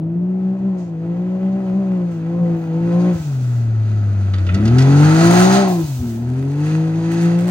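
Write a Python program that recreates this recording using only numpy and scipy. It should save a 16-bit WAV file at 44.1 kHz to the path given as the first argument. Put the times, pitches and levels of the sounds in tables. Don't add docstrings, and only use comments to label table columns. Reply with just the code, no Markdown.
import sys
import numpy as np
from scipy import signal
from scipy.fft import rfft, irfft, next_fast_len
from scipy.io import wavfile
from scipy.ndimage import uniform_filter1d

SR = 44100
rng = np.random.default_rng(int(sys.argv[2]) if len(sys.argv) > 2 else 0)


def wav_record(signal):
    frames = np.transpose(np.atleast_2d(signal))
    bounded = np.clip(frames, -1, 1)
    quanta = np.round(bounded * 32767).astype(np.int16)
    wavfile.write(sys.argv[1], SR, quanta)


N = 330828
T = np.arange(N) / SR

# time in seconds, firing rate in Hz.
FIRING_HZ = [(0.0, 157.4), (0.27, 182.6), (0.67, 194.4), (0.96, 161.1), (1.31, 185.1), (1.59, 193.9),
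             (1.71, 184.5), (1.79, 196.4), (2.19, 162.1), (2.38, 172.6), (2.69, 162.5), (3.09, 180.3),
             (3.36, 129.1), (3.7, 111.8), (4.53, 90.9), (4.78, 128.6), (4.97, 145), (5.6, 199.3),
             (5.77, 171.9), (5.95, 126.6), (6.14, 113.1), (6.71, 156.5), (7.42, 174.2), (7.5, 180.6)]
# start in seconds, length in seconds, lift (1 = shut, negative = pressed harder).
THROTTLE_LIFTS = [(0.79, 0.19, .35), (2.022, 0.23, 0.33), (2.562, 0.11, 0.33), (2.88, 0.19, -.2),
                  (3.129, 1.365, 0.96), (5.8, 0.16, 0.86)]
# centre in seconds, half width in seconds, strength from 0 to 1.
SURGES = [(3.032, .16, 0.44), (6.685, 0.15, 0.8), (7.202, 0.25, 0.99)]
# time in seconds, lead of the left microphone in ms.
LEFT_LEAD_MS = [(0, .08), (3, .11), (4.4, .1), (5, .27), (5.5, .42), (5.8, .12), (6.2, .03), (7.5, .02)]
# time in seconds, level in dB.
CRUMBS_DB = [(4, -85.5), (4.5, -66), (5.4, -24), (5.8, -60), (6.4, -48.5), (6.7, -50.5), (6.95, -53),
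             (7.22, -75), (7.5, -33)]
# start in seconds, level in dB.
CLODS = [(6.638, -41), (7.106, -37.5), (7.21, -35.5), (7.381, -38)]
# start in seconds, relative level in dB, ring centre in Hz.
KNOCKS = [(4.336, -33, 3500), (4.381, -42, 4500), (4.465, -37, 3500), (4.488, -27.5, 2400),
          (4.542, -31.5, 5000), (4.652, -35, 5300), (4.675, -34, 4800), (4.783, -26, 5200),
          (4.802, -32, 5400), (4.819, -31, 5300)]
# start in seconds, length in seconds, level in dB, treble shelf in dB.
VENTS = [(0.768, 0.16, -49.5, -23), (2.1, 0.12, -49.5, -12), (2.553, .17, -60, 3),
         (3.117, 0.64, -41.5, -8.5), (5.667, 0.61, -35, -2.5)]
# centre in seconds, level in dB.
COUGHS = [(3.159, -22), (3.211, -26), (4.551, -14.5), (5.847, -23), (6.01, -16)]
# time in seconds, level in dB.
BOOM_DB = [(0.0, -20), (0.21, -16), (0.73, -18.5), (0.88, -26), (1.11, -19), (2.0, -16.5), (2.19, -23.5),
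           (2.38, -15.5), (2.67, -23), (2.71, -19), (3.09, -14), (3.2, -20.5), (3.55, -15), (4.63, -14.5),
           (4.72, -9.5), (5.03, -7.5), (5.14, -11), (5.43, -10), (6.18, -26), (6.25, -19), (6.45, -19),
           (6.73, -15.5), (7.0, -18), (7.33, -13.5), (7.5, -16)]
# multiple of the engine cycle rate, relative level in dB.
BARK_ORDERS = [(1, -18.5), (2, 1.5), (4, -5.5), (5, -3), (7, -12), (8, -10), (10, -8.5), (11, -10.5)]
# frequency in Hz, bandwidth in Hz, gain in dB.
METAL_MODES = [(1303, 100, 13.5), (1384, 25, 6), (1487, 70, 3), (1710, 70, -4.5), (1850, 10, 7.5),
               (1947, 63, 6.5), (2477, 57, -1), (2660, 33, -5.5), (3400, 110, -10), (4320, 37, -15.5),
               (4440, 37, -10), (5600, 50, -25.5), (6200, 32, -34.5)]

# frequency in Hz, gain in dB.
WOOD_EQ = [(100, -22.5), (300, -3), (700, -3.5), (1500, -4.5), (4000, -4.5), (12000, -24.5)]
SOIL_EQ = [(1500, 11), (4000, -2), (6500, -1.5), (9000, -1), (11000, -12), (16000, -7)]
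VALVE_EQ = [(2500, -5.5), (4500, -5), (6500, -1.5), (8500, -4.5), (10800, -8.5), (13000, -5.5),
            (16000, 2.5)]
RUSH_EQ = [(2400, -6.5), (3300, -5), (4100, 0.5), (4800, 0), (5400, -9.5), (6400, 1), (7200, -10),
           (8200, -10.5), (10000, -17)]
SIZZLE_EQ = [(6500, 9), (7300, 1.5), (8100, -13), (10000, 3.5), (11000, -26), (15500, 2)]
BELT_EQ = [(1250, -35), (1450, -1), (1700, 5.5), (1950, 10), (2300, -11), (2650, 10), (3200, -21)]
GAS_EQ = [(560, -25.5), (950, -9.5), (1170, -8), (1280, -22), (1360, -14), (1620, 0), (2030, -10),
          (2220, -5.5), (2560, -6), (2950, -11), (3200, -9.5), (4160, -43), (7040, -120)]
TAILPIPE_EQ = [(350, -45.5), (560, -8), (700, 4.5), (820, 2.5), (950, -3.5), (1060, -3.5), (1190, -18.5),
               (1380, -32), (1600, -29.5), (4000, -47)]
RUMBLE_EQ = [(25, -32), (50, -17.5), (110, -2.5), (200, -3), (350, -8.5), (480, -15.5), (650, -13.5),
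             (1000, -39.5)]
SILENCER_EQ = [(20, -2), (210, -0.5), (270, 0.5), (335, 3.5), (385, 1.5), (470, -1), (525, -1.5),
               (555, -4.5), (585, -4), (640, -1.5), (1000, 0)]

RUSH_LAW_DB = (-30, -11.5, 17.5, 5, 14, -10, -7.5)
WHIR_LAW_DB = (-33, -16, 5.5, 6, 8, -43, -2)
CASE_LAW_DB = (-30, -8, 7.5, -2.5, 9, -13.5, -6.5)
ROAR_LAW_DB = (-31.5, -7, 13, 0.5, 4, -6.5, 0)
RASP_LAW_DB = (-23, -8, 24, -13.5, 2.5, -13.5, -4.5)
RUMBLE_LAW_DB = (-26, -4, -4.2, -7, -1, -11.5, 4.2)
BARK_LAW_DB = (-26.5, -4.5, 1, -11, 4, -11.5, -1)
SECOND_LAW_DB = (-18.5, -5.5, -6.5, -13, 3, -6, 5)
THIRD_LAW_DB = (-28.5, -2, 1.5, -22, 1, -7, -29)

PASS_S, SPEED_M_S, NEAREST_M = 5.322, 9.98, 4.56
CRUISE_HZ, THROTTLE_CLOSE_S, THROTTLE_OPEN_S = 170, 0.053, 0.071
DIP_START_S, DIP_FALL_S, DIP_RECOVER_S = 5.574, 0.19, 1.86
MUFFLE_DECAY_S = 0.38


def undb(db):
    return 10 ** (np.asarray(db) / 20)


def unit(x):
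    return x / np.sqrt(np.mean(x ** 2))


def curve(table):
    return np.interp(T, *np.transpose(table))


def bump(centre_s, half_s):
    return np.exp(-((T - centre_s) / half_s) ** 2)


def strike(t, rise_s, fall_s):
    envelope = (1 - np.exp(-t / rise_s)) * np.exp(-t / fall_s)
    return envelope / envelope.max()


def walk(rate_hz):
    hold = int(SR / rate_hz)
    steps = np.repeat(rng.standard_normal(N // hold + 1), hold)
    return unit(uniform_filter1d(uniform_filter1d(steps, hold), hold)[:N])


def grains(rate_hz, spread_db):
    size = undb(spread_db * np.minimum(rng.exponential(size=N), 5))
    return unit((rng.random(N) < rate_hz / SR) * size * rng.standard_normal((2, N)))


def add(out, start_s, sound):
    i = int(start_s * SR)
    out[..., i:i + sound.shape[-1]] += sound[..., :N - i]


def colour(x, eq):
    hz, db = np.transpose(eq)
    size = next_fast_len(x.shape[-1] + SR // 10, real=True)
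    octave = np.log2(np.maximum(np.fft.rfftfreq(size, 1 / SR), 1))
    outside = np.abs(octave - np.clip(octave, np.log2(hz[0]), np.log2(hz[-1])))
    gain = undb(np.interp(octave, np.log2(hz), db) - 40 * outside)
    return irfft(rfft(x, size) * gain, size)[..., :x.shape[-1]]


def metal(x):
    return sum(undb(db) * signal.lfilter(*signal.iirpeak(hz, hz / width_hz, fs=SR), x)
               for hz, width_hz, db in METAL_MODES)


def pan(left_db):
    return undb(np.array([[1], [-1]]) * left_db / 2)


def mic_pair(x, lead_ms, left_db):
    return np.array([np.interp(T + side * lead_ms / 2000, T, x) for side in (1, -1)]) * pan(left_db)


def quadrature_pair(x):
    return np.real(signal.hilbert(x) * np.exp(1j * np.pi / 4 * np.array([[1], [-1]])))


def turbulence(scattered_db):
    direct = quadrature_pair(rng.standard_normal(N))
    return unit(direct + undb(scattered_db) * rng.standard_normal((2, N)))


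def puffs(phase, depth):
    return unit(1 + depth * np.exp(-(phase % 1) / 0.78))


def drive_state(firing_hz):
    doublings = np.log2(np.hypot(SPEED_M_S * (T - PASS_S), NEAREST_M) / NEAREST_M)
    rev_octaves = np.log2(firing_hz / CRUISE_HZ)
    lift = np.zeros(N)
    for start_s, length_s, depth in THROTTLE_LIFTS:
        corners_s = [0, THROTTLE_CLOSE_S, length_s, length_s + THROTTLE_OPEN_S]
        lift += depth * np.interp(T - start_s, corners_s, [0, 1, 1, 0])
    surge = sum(strength * bump(centre_s, half_s) for centre_s, half_s, strength in SURGES)
    dip = np.interp(T - DIP_START_S, [0, DIP_FALL_S, DIP_FALL_S + DIP_RECOVER_S], [0, 1, 0])
    muffle = np.exp(-T / MUFFLE_DECAY_S)
    return np.array([doublings, rev_octaves, lift, surge, dip, muffle])


def level_db(law_db, state):
    return law_db[0] + np.array(law_db[1:]) @ state


def wood_echo(x, t60_s=0.27, build_s=0.013):
    t = T[:SR]
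    tail = colour(rng.standard_normal((2, SR)), WOOD_EQ)
    tail *= undb(-60 * t / t60_s) * (1 - np.exp(-t / build_s))
    tail /= np.sqrt(np.sum(tail ** 2) / 2)
    tail = colour(tail, [(330, 0), (16000, 0.011)])
    return signal.fftconvolve(x, tail, axes=1)[:, :N]


def falling_dirt():
    t = T[:SR // 8]
    patter = grains(rate_hz=1400, spread_db=3.2) * undb(curve(CRUMBS_DB))
    for start_s, db in CLODS:
        crackle = unit(grains(rate_hz=930, spread_db=3)[:, :len(t)])
        add(patter, start_s, undb(db) * crackle * strike(t, rise_s=0.0073, fall_s=0.03))
    return colour(patter, SOIL_EQ) * pan(-1.8)


def chassis_knocks():
    out, t = np.zeros((2, N)), T[:SR // 10]
    for start_s, db, hz in KNOCKS:
        scrape = quadrature_pair(rng.standard_normal(len(t))) * strike(t, rise_s=.004, fall_s=.0075)
        ring_eq = [(hz / 3.5, -17), (hz, 0), (hz * 1.3, -2), (hz * 2, -11), (hz * 3, -18)]
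        add(out, start_s, undb(db - 8) * unit(colour(metal(scrape), ring_eq)))
    return out * pan(-3)


def turbo_vents(fade_db=-9):
    out = np.zeros((2, N))
    for start_s, length_s, db, treble_db in VENTS:
        t = T[:int(length_s * SR)]
        hiss = unit(colour(rng.standard_normal((2, len(t))), VALVE_EQ))
        hiss = colour(hiss, [(1000, 0), (7000, 0), (12000, treble_db), (16000, treble_db)])
        opening = np.interp(t, [0, .02, .7 * length_s, length_s], [0, 1, 1, 0])
        add(out, start_s, hiss * opening * undb(db + fade_db * t / length_s))
    return out * undb(walk(40)) * pan(-1)


def running_gear(phase, state):
    rush_db = level_db(RUSH_LAW_DB, state)
    air = turbulence(scattered_db=-4) * puffs(phase, depth=1.2)
    grit = air + .4 * grains(rate_hz=2500, spread_db=3.5)
    rush = unit(colour(grit, RUSH_EQ)) * undb(rush_db)
    sizzle = unit(colour(grit, SIZZLE_EQ)) * undb(1.35 * rush_db - 2)
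    return (rush + sizzle) * undb(1.3 * walk(35)) * pan(-3.5)


def belt_rasp(pulses, flow, state, full_surge_db=-42.5):
    _, _, _, surge, *_ = state
    chatter = unit(quadrature_pair(pulses)) + turbulence(scattered_db=-10.5) * flow
    return unit(colour(chatter, BELT_EQ)) * surge ** 2 * undb(full_surge_db)


def engine_case(pulses, flow, state):
    _, _, lift, *_ = state
    gas = turbulence(scattered_db=-6) * flow
    firing_ring = unit(quadrature_pair(metal(pulses))) * undb(-2.5 - 3.5 * lift)
    gas_ring = unit(metal(gas)) * undb(-1)
    gas_hiss = unit(colour(gas, GAS_EQ)) * undb(-3)
    case = (firing_ring + gas_ring + gas_hiss) * undb(level_db(CASE_LAW_DB, state) + walk(30))
    whir = unit(colour(gas, [(1080, -15.5), (1270, -1.5), (1400, 6), (1650, -13.5)]))
    return (case + whir * undb(level_db(WHIR_LAW_DB, state))) * pan(-1.5)


def firing_pulses(phase, firing_hz, cylinder_db=(3, -3, 0), runner_ms=(0, .22, -.16),
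                  scatter_db=3.5, jitter_ms=0.14):
    firings = np.arange(1, int(phase[-1]))
    jitter, scatter = rng.standard_normal((len(firings), 2)).T
    late_ms = np.resize(runner_ms, len(firings)) + jitter_ms * jitter
    arrival_s = np.interp(firings, phase, T) + late_ms / 1000
    index = np.round(np.clip(arrival_s * SR, 0, N - 1)).astype(int)
    size = undb(np.resize(cylinder_db, len(firings)) + scatter_db * scatter)
    return np.bincount(index, size, N) / np.sqrt(firing_hz)


def coughs(thump_hz=92):
    out, t = np.zeros(N), T[:SR // 25]
    thump = np.sin(2 * np.pi * thump_hz * t) * np.hanning(len(t))
    for centre_s, db in COUGHS:
        add(out, centre_s - t[-1] / 2, undb(db) * thump)
    return out


def tailpipe_rasp(phase, firing_hz, pulses, state, uneven_db=3.5, wobble_rad=.3):
    pipe_hz, pipe_db = np.transpose(TAILPIPE_EQ)
    snarl = np.zeros(N)
    for order in range(11, 25):
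        db = np.interp(order * firing_hz / 3, pipe_hz, pipe_db)
        db += 3 * (order % 3 == 0)
        angle = 2 * np.pi * (order * phase / 3 + rng.random())
        snarl += undb(db + uneven_db * walk(13)) * np.cos(angle + wobble_rad * walk(30))
    rasp = unit(snarl) + .7 * unit(colour(pulses, TAILPIPE_EQ))
    aimed_db = 8 * bump(PASS_S + 0.38, half_s=0.049)
    return rasp * undb(level_db(RASP_LAW_DB, state) + aimed_db)


def boom_level_db(state, stumble_db=-9):
    doublings, _, lift, *_ = state
    waver_db = 0.52 * doublings * (1 - lift) * walk(32)
    stumble = np.max([bump(cough_s + .025, half_s=.015) for cough_s, _ in COUGHS], axis=0)
    return curve(BOOM_DB) + waver_db + stumble_db * stumble


def silencer_note(phase, state, uneven_db=2.5, wobble_rad=.25):
    angle = 2 * np.pi * phase
    note = undb(boom_level_db(state) + .4 * walk(45)) * np.cos(angle)
    note += undb(level_db(SECOND_LAW_DB, state) + 1.2 * walk(45)) * np.cos(2 * angle + np.pi / 2)
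    bark_db = level_db(BARK_LAW_DB, state)
    for order, db in BARK_ORDERS:
        line = np.cos(order * angle / 3 + wobble_rad * walk(25) + rng.uniform(0, 2 * np.pi))
        note += undb(bark_db + db + uneven_db * walk(25)) * line
    note += undb(level_db(THIRD_LAW_DB, state) + 1.9 * walk(12)) * np.cos(3 * angle)
    return colour(np.sqrt(2) * note, SILENCER_EQ)


def gas_noise(flow, eq):
    return unit(colour(rng.standard_normal(N) * flow, eq))


def exhaust(phase, firing_hz, pulses, flow, state):
    lead_ms = curve(LEFT_LEAD_MS)
    boom = silencer_note(phase, state) + coughs()
    rumble = gas_noise(flow, RUMBLE_EQ) * undb(level_db(RUMBLE_LAW_DB, state))
    rasp = tailpipe_rasp(phase, firing_hz, pulses, state)
    roar = gas_noise(flow, TAILPIPE_EQ) * undb(level_db(ROAR_LAW_DB, state))
    silencer = mic_pair(boom + rumble, lead_ms, left_db=1.5)
    tailpipe = mic_pair(rasp + roar, 0.74 * lead_ms, left_db=2)
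    return silencer + tailpipe


def scene():
    firing_hz = curve(FIRING_HZ)
    state = drive_state(firing_hz)
    phase = np.cumsum(firing_hz * (1 + .003 * walk(20))) / SR
    pulses = firing_pulses(phase, firing_hz)
    flow = puffs(phase, depth=2.2)
    buggy = exhaust(phase, firing_hz, pulses, flow, state) + engine_case(pulses, flow, state)
    buggy += running_gear(phase, state) + belt_rasp(pulses, flow, state)
    buggy += chassis_knocks() + turbo_vents()
    return buggy + undb(-13) * wood_echo(buggy) + falling_dirt()


def record(dry, cutoff_hz=15850):
    lowpass = signal.ellip(10, .1, 80, cutoff_hz, fs=SR, output="sos")
    return signal.sosfilt(lowpass, np.clip(dry, -1, 1))


dry = scene()
out = record(dry)
wav_record(out)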